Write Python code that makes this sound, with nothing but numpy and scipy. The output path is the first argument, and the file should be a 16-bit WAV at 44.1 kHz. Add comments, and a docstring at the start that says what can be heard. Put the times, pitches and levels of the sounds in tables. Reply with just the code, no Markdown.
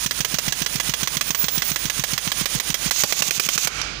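"""A hiss of air, a thump and clack, then a slam of steel, over and over in an echoing garage bay.
It is an air-driven slide hammer pulling a stuck part out of an engine: air drives a weight,
which thumps and clacks as it turns at one end, then slams into the other. When the part comes free
the strokes run faster; then the air stops and the bay rings out over a machine hum.
The camera's gain control turns the sound down at every blow, and its left microphone is muffled."""
import sys
import numpy as np
from scipy import signal
from scipy.fft import rfft, irfft
from scipy.io import wavfile
from scipy.ndimage import uniform_filter1d, minimum_filter1d

SR = 44100
rng = np.random.default_rng(int(sys.argv[2]) if len(sys.argv) > 2 else 0)


def master(y):
    """Save y as 16-bit WAV."""
    cut = np.clip(np.atleast_2d(y).T, -1, 1)
    pcm = np.round(cut * 32767)  # scale
    wavfile.write(sys.argv[1], SR, pcm.astype(np.int16))


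N = 176400  # 4 seconds


def amp(db):
    """Turns decibels into a number to multiply by."""
    return 10 ** (np.asarray(db) / 20)


def unit(x):
    """Scales a signal to an average (rms) level of 1."""
    return x / np.sqrt(np.mean(x ** 2) + 1e-20)


def look_up(table, hz):
    """Reads between a table's rows, with pitch spaced in octaves."""
    f, value = np.transpose(table)
    return np.interp(np.log(hz + 1), np.log(f + 1), value)


def add(mix, start_s, sound):
    """Mixes a sound in at the given time."""
    part = mix[max(round(start_s * SR), 0):][:len(sound)]
    part += sound[:len(part)]


def colour(x, tone):
    """Makes lows and highs louder or softer, following a tone table."""
    log_gain = np.log(amp(look_up(tone, abs(np.fft.fftfreq(8192, 1 / SR)))))
    response = np.exp(np.conj(signal.hilbert(log_gain)))  # rings after a hit, never before
    return signal.oaconvolve(x, np.fft.ifft(response).real[:4096])[:len(x)]


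def noise(tone, size):
    """Noise of level 1; the table sets only its tone."""
    return unit(colour(rng.standard_normal(size), tone))


def wander(hz):
    """A random wobble, up to about hz times a second."""
    keep_slow = np.exp(-(np.fft.rfftfreq(N, 1 / SR) / hz) ** 2)
    return unit(irfft(rfft(rng.standard_normal(N)) * keep_slow, N))


# The low notes of a machine (f/Hz, level/dB)
HUM_NOTES = [(48.4, -43), (135, -48), (323, -51)]
# Tone of the background noise (f/Hz, level/dB)
BACKGROUND_TONE = [(25, -22), (60, -2), (130, -4), (350, -6.5), (1000, -17), (5000, -6.5), (10000, -56)]
def workshop(waver=0.0117, noise_db=-32.5):
    """A machine hums, wavering a little, over the dull background of the bay."""
    wavering_time = np.cumsum(1 + waver * wander(hz=7.3)) / SR
    hum = sum(amp(db) * np.sin(2 * np.pi * (hz * wavering_time + rng.random())) for hz, db in HUM_NOTES)
    return np.sqrt(2) * hum + amp(noise_db) * noise(BACKGROUND_TONE, N)


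# How long the bay rings; "fade" is the time to drop by 60 dB (f/Hz, fade/s)
ECHO_FADE = [(100, .7), (1000, 1.3), (3000, 1.4), (6000, 1.0), (15000, .3)]
# Tone of the echo (f/Hz, level/dB)
ECHO_TONE = [(200, -4.5), (2000, -7), (5000, -10.5), (12000, -7.5)]
def bay_echo(x, gain_db=-13, build_s=0.089):
    """The bay smears each sound into a tail whose highest notes die first."""
    hz, t, bands = signal.stft(rng.standard_normal(SR * 2), SR, nperseg=256)
    fade = amp(-60 * t / look_up(ECHO_FADE, hz)[:, None])
    tail = signal.istft(bands * fade, SR, nperseg=256)[1]
    tail *= np.minimum(np.arange(len(tail)) / SR / build_s, 1)
    echo = signal.fftconvolve(x, tail / np.linalg.norm(tail))[:N]
    return amp(gain_db) * colour(echo, ECHO_TONE)


def metal_reflections(x, gain_db=1, fade_s=.03, size=1500):
    """High sounds bounce straight back off the metal around the camera."""
    bounces = rng.standard_normal(size) * amp(-60 * np.arange(size) / SR / fade_s)
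    highs = signal.sosfilt(signal.butter(1, 600, "high", fs=SR, output="sos"), x)
    return amp(gain_db) * signal.oaconvolve(highs, bounces / np.linalg.norm(bounces))[:N]


# The whistle's strength next to the inlet hiss (t/s, level/dB)
WHISTLE_SWELL = [(1.2, -11), (1.33, 2), (1.39, 11), (1.53, 9), (1.78, 1), (2.0, -19)]
def valve_whistle(venting, pitch_hz=14860, sag_hz=90, wobble_hz=18, flutter_db=3):
    """The air valve's thin whistle sags in pitch as the air is let out."""
    hz = pitch_hz - sag_hz * venting + wobble_hz * wander(hz=61.6)
    db = np.interp(np.arange(N) / SR, *np.transpose(WHISTLE_SWELL)) + flutter_db * wander(hz=62)
    return amp(db) * np.sin(2 * np.pi * np.cumsum(hz) / SR)


def inlet_swish(travel, low_hz=8900, arch_hz=750, width_hz=600):
    """A narrow hiss that rises and falls in pitch as the weight travels (0 to 1)."""
    phase = 2 * np.pi * np.cumsum(low_hz + arch_hz * np.sin(np.pi * travel)) / SR
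    return wander(width_hz) * np.cos(phase) + wander(width_hz) * np.sin(phase)


# Tone of the air flowing in (f/Hz, level/dB)
INLET_TONE = [(150, -15.5), (480, -7.5), (1500, -2), (2000, -2.5), (2400, 0), (3350, 1), (4400, -1),
              (5700, 1.5), (6600, 3), (8000, -3.5), (9300, -2), (11800, -9), (13600, -9.5), (15300, 1),
              (15700, -38)]
# Tone of the air let out (f/Hz, level/dB)
VENT_TONE = [(150, -10), (400, -12.5), (1800, -6), (2600, 2), (5400, 2.5), (6500, 9.5), (8000, -1.5),
             (13000, -7.5), (15300, 2), (15700, -30)]
def air(strokes, free_s=2.92, build_s=0.035, switch_s=0.0032, flutter_db=0.63):
    """Air hisses in until the weight turns, then out; with the part free it only hisses out."""
    t = np.arange(N) / SR
    inlet, vent, venting, travel = np.zeros((4, N))
    start = -.03
    for turn, blow, *_ in strokes:
        span = (t >= start) & (t < blow)
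        elapsed = t[span] - start
        travel[span] = np.minimum(elapsed / (turn - start), 1)
        venting[span] = turned = np.clip((t[span] - turn) / switch_s, 0, 1)
        if blow > free_s:
            vent[span] = amp(-4.5 - 11 * turned)  # loud, easing at the turn
        else:
            soft_start_db = -11.5 * np.clip(1 - elapsed / build_s, 0, 1)
            inlet[span] = amp(-19 + soft_start_db) * (1 - turned)
            vent[span] = amp(-25.5) * turned
        start = blow
    whistle = valve_whistle(venting)
    air_in = inlet * (amp(-9) * inlet_swish(travel) + noise(INLET_TONE, N) + whistle)
    air_out = vent * (noise(VENT_TONE, N) + amp(-3) * whistle)
    return (air_in + air_out) * amp(flutter_db * wander(hz=111))


THUMP_LEAD_S = 0.00429  # the thump starts just before the turn
def thump(end_hz=144.2, drop_hz=205, drop_s=0.0024, rise_s=0.0029, decay_s=0.0059):
    """The air cushion's short knock, dropping in pitch, with little deep bass."""
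    t = np.arange(4000) / SR
    hz = (end_hz + drop_hz * np.exp(-t / drop_s)) * (1 + .04 * rng.standard_normal())
    loudness = np.minimum(t / rise_s, 1) * np.exp(-t / decay_s)
    push = loudness * np.sin(2 * np.pi * np.cumsum(hz) / SR)
    return signal.sosfilt(signal.butter(2, 100, "high", fs=SR, output="sos"), push)


# Tone of the dull knock (f/Hz, level/dB)
KNOCK_TONE = [(40, -14), (130, 5), (800, 6), (1600, -10), (16000, -63)]
def knock(decay_s, size=4000):
    """The freed part's heavy knock, with no ring."""
    return noise(KNOCK_TONE, size) * np.exp(-np.arange(size) / SR / decay_s)


def ping(hz, decay_s=.0042):
    """One bright note of the loose steel; its pitch depends on how the part sits."""
    t = np.arange(4000) / SR
    return np.sqrt(2) * np.sin(2 * np.pi * hz * t) * np.exp(-t / decay_s)


def strike(tone, notes, decay_s, ring_db=-9.5, rise_s=0.00096, detune=0.0058, vary_db=2):
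    """Steel on steel: a noisy crash and a few ringing notes, never quite the same twice."""
    t = np.arange(6000) / SR
    hz, db, fade_s = np.transpose(notes)[:, :, None]
    level, shift, phase = rng.standard_normal((3, len(notes), 1))
    waves = np.sin(2 * np.pi * (hz * (1 + detune * shift) * t + phase))
    ring = (amp(db + vary_db * level - 60 * t / fade_s) * waves).sum(0)
    ring /= np.sqrt(np.sum(amp(db) ** 2) / 2)
    crash = noise(tone, len(t)) * np.exp(-t / decay_s)
    return np.minimum(t / rise_s, 1) * (crash + amp(ring_db) * ring)


# Tone of the clack (f/Hz, level/dB)
CLACK_TONE = [(300, -15.5), (650, -15.5), (1700, -9), (3300, -5.5), (4700, -9.5), (6400, -1.5), (7000, -12),
              (13000, -21), (15000, -6), (16000, -21)]
# Ringing notes of the tool's tube (f/Hz, level/dB, fade/s)
TUBE_NOTES = [(2030, 4, 0.021), (3270, 9.5, 0.037), (4280, 5, 0.05), (6120, -25, 0.02), (6140, -8.5, 0.064)]
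def clack():
    """The weight turns round and sets the tube ringing."""
    return strike(CLACK_TONE, TUBE_NOTES, decay_s=0.0073)


# Tone of the main blow (f/Hz, level/dB)
SLAM_TONE = [(40, -33), (150, -5.5), (300, -7.5), (500, -1.5), (750, -2), (1100, -3.5), (2200, 3),
             (4400, 1), (6200, 2), (8000, -4), (11000, -9.5), (13800, -8.5), (14900, 7.5), (15400, -62),
             (16000, -4)]
def slam(notes, **settings):
    """The weight hits the far end with a sharp crash."""
    return strike(SLAM_TONE, notes, rise_s=0.00069, **settings)


# Fast strokes with the part free (turn t/s, blow t/s, blow level/dB, ping f/Hz, ping level/dB)
FAST_STROKES = [(3.033,3.0354,7.5,1850,-11),(3.122,3.1235,5.5,3060,-14),(3.2077,3.2215,4,2770,-7),(3.287,3.3081,3.5,2420,-9),
                (3.38,3.397,4.5,2436,-9),(3.467,3.488,2.5,3120,-5.5),(3.559,3.5778,2.5,2510,-8.5),(3.655,3.6719,-3.5,2310,-10.5)]
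# Ringing notes of the loose steel (f/Hz, level/dB, fade/s)
LOOSE_NOTES = [(1170, 7.5, 0.016), (1450, 0, 0.017), (2160, -12, 0.019), (4950, -1, 0.06), (5794, 2, 0.053),
               (7080, -2.5, 0.053)]
# Clinks of the loose steel (t/s, level/dB)
CLINK_HITS = [(2.8786, -12), (2.9607, 2.5), (3.192, 2), (3.8148, -3.5)]
# Tone of a clink (f/Hz, level/dB)
CLINK_TONE = [(200, -9), (2500, 0), (6000, 8.5), (7500, -11), (16000, -21)]
def hammer_free(break_s=3.036):
    """The part breaks free: each stroke thumps, slams, pings and knocks, and loose steel clinks."""
    out = np.zeros(N)
    for turn, blow, blow_db, ping_hz, ping_db in FAST_STROKES:
        force = amp(10 + blow_db)
        add(out, blow, force * slam(LOOSE_NOTES, decay_s=0.0056, ring_db=-6, detune=0.0234))
        add(out, turn - THUMP_LEAD_S, amp(-7) * thump())
        add(out, blow, force * amp(ping_db) * ping(ping_hz))
        add(out, blow, amp(-7) * knock(decay_s=0.0056))
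    for start_s, db in CLINK_HITS:
        add(out, start_s, amp(db) * strike(CLINK_TONE, LOOSE_NOTES, decay_s=0.0023))
    add(out, break_s, amp(14) * knock(decay_s=.006))
    return out


# Strokes against the stuck part (turn t/s, blow t/s, clack level/dB, blow level/dB)
STUCK_STROKES = [(0.0614,0.1094,6,-6),(0.205,0.2472,7,-2.5),(0.3422,.385,4,-4),(0.4805,0.5228,2,-6),(0.619,0.6617,1.5,-5.5),(0.7567,0.7993,-0.5,-5.5),
                 (0.894,0.937,2,-6),(1.031,1.0734,3.5,-5.5),(1.169,1.21,7,-2.5),(1.305,1.347,7.5,-5),(1.4417,1.483,4,-3.5),(1.579,1.62,0,-5.5),
                 (1.7163,1.7593,0,-5.5),(1.8548,1.8982,-2,-6),(1.995,2.0378,-1.5,-5),(2.134,2.1777,2,-5.5),(2.275,2.3172,-2,-7),(2.416,2.4566,-12,-5.5),
                 (2.555,2.5991,-9,-4.5),(2.702,2.742,0,-2.5),(2.864,2.9093,-10,8)]
# Ringing notes of the steel while the part is stuck (f/Hz, level/dB, fade/s)
STUCK_NOTES = [(1116, 1.5, 0.025), (1370, 2, 0.0098), (1695, 3, 0.04), (2003, 3.5, 0.039),
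               (3310, -2, 0.077), (4000, 2.5, 0.026), (5090, -5.5, 0.076), (6030, 1, 0.057),
               (6574, -7, 0.11)]
def hammer_stuck():
    """The weight thumps and clacks at one end, then slams into the other."""
    out = np.zeros(N)
    for turn, blow, clack_db, blow_db in STUCK_STROKES:
        add(out, turn - THUMP_LEAD_S, amp(-5 + 0.44 * clack_db) * thump())  # grows with the clack
        add(out, turn, amp(-6 + clack_db) * clack())
        add(out, blow, amp(6.5 + blow_db) * slam(STUCK_NOTES, decay_s=0.008, ring_db=-3.5))
    return out


def scene():
    """The tool close by and the bay around it, left and right."""
    tool = hammer_stuck() + hammer_free() + air(STUCK_STROKES + FAST_STROKES)
    background = workshop()
    left = tool + metal_reflections(tool) + bay_echo(tool)
    right = tool + bay_echo(tool)
    return np.array([left, right]) + background


def gain_control(x, limit_db=-14.5, squeeze=0.76, recover_db_per_s=165, sense_s=0.0013, ahead_s=0.0075):
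    """The camera's volume setting: it drops just ahead of each peak, then comes back up."""
    power = uniform_filter1d(x ** 2, round(sense_s * SR))
    power_db = 10 * np.log10(abs(power) + 1e-12)
    half = round(ahead_s * SR / 2)
    coming_peak_db = -minimum_filter1d(-power_db, 2 * half + 1, origin=-half)
    recovery_db = np.arange(N) / SR * recover_db_per_s
    held_db = np.maximum.accumulate(coming_peak_db + recovery_db)
    held_db = np.maximum(held_db, -6)  # starts turned down by an earlier stroke
    over_db = np.maximum(held_db - recovery_db - limit_db, 0)
    return amp(-squeeze * uniform_filter1d(over_db, size=200))


# How much the left microphone muffles the sound (f/Hz, level/dB)
LEFT_MIC_TONE = [(140, 0), (280, -12.5), (550, -21), (2200, -32.5), (4500, -36), (15000, -43)]
def record(dry, top_hz=15800):
    """The camera muffles the left side, turns down and overloads on peaks, and cuts the top treble."""
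    mics = np.array([colour(dry[0], LEFT_MIC_TONE), dry[1]])
    overloaded = np.clip(mics * gain_control(mics[1]), -1, 1)
    treble_cut = signal.firwin(255, top_hz, window=("kaiser", 9), fs=SR)
    return signal.oaconvolve(overloaded, treble_cut[None], "same")


dry = scene()
out = record(dry)
master(out)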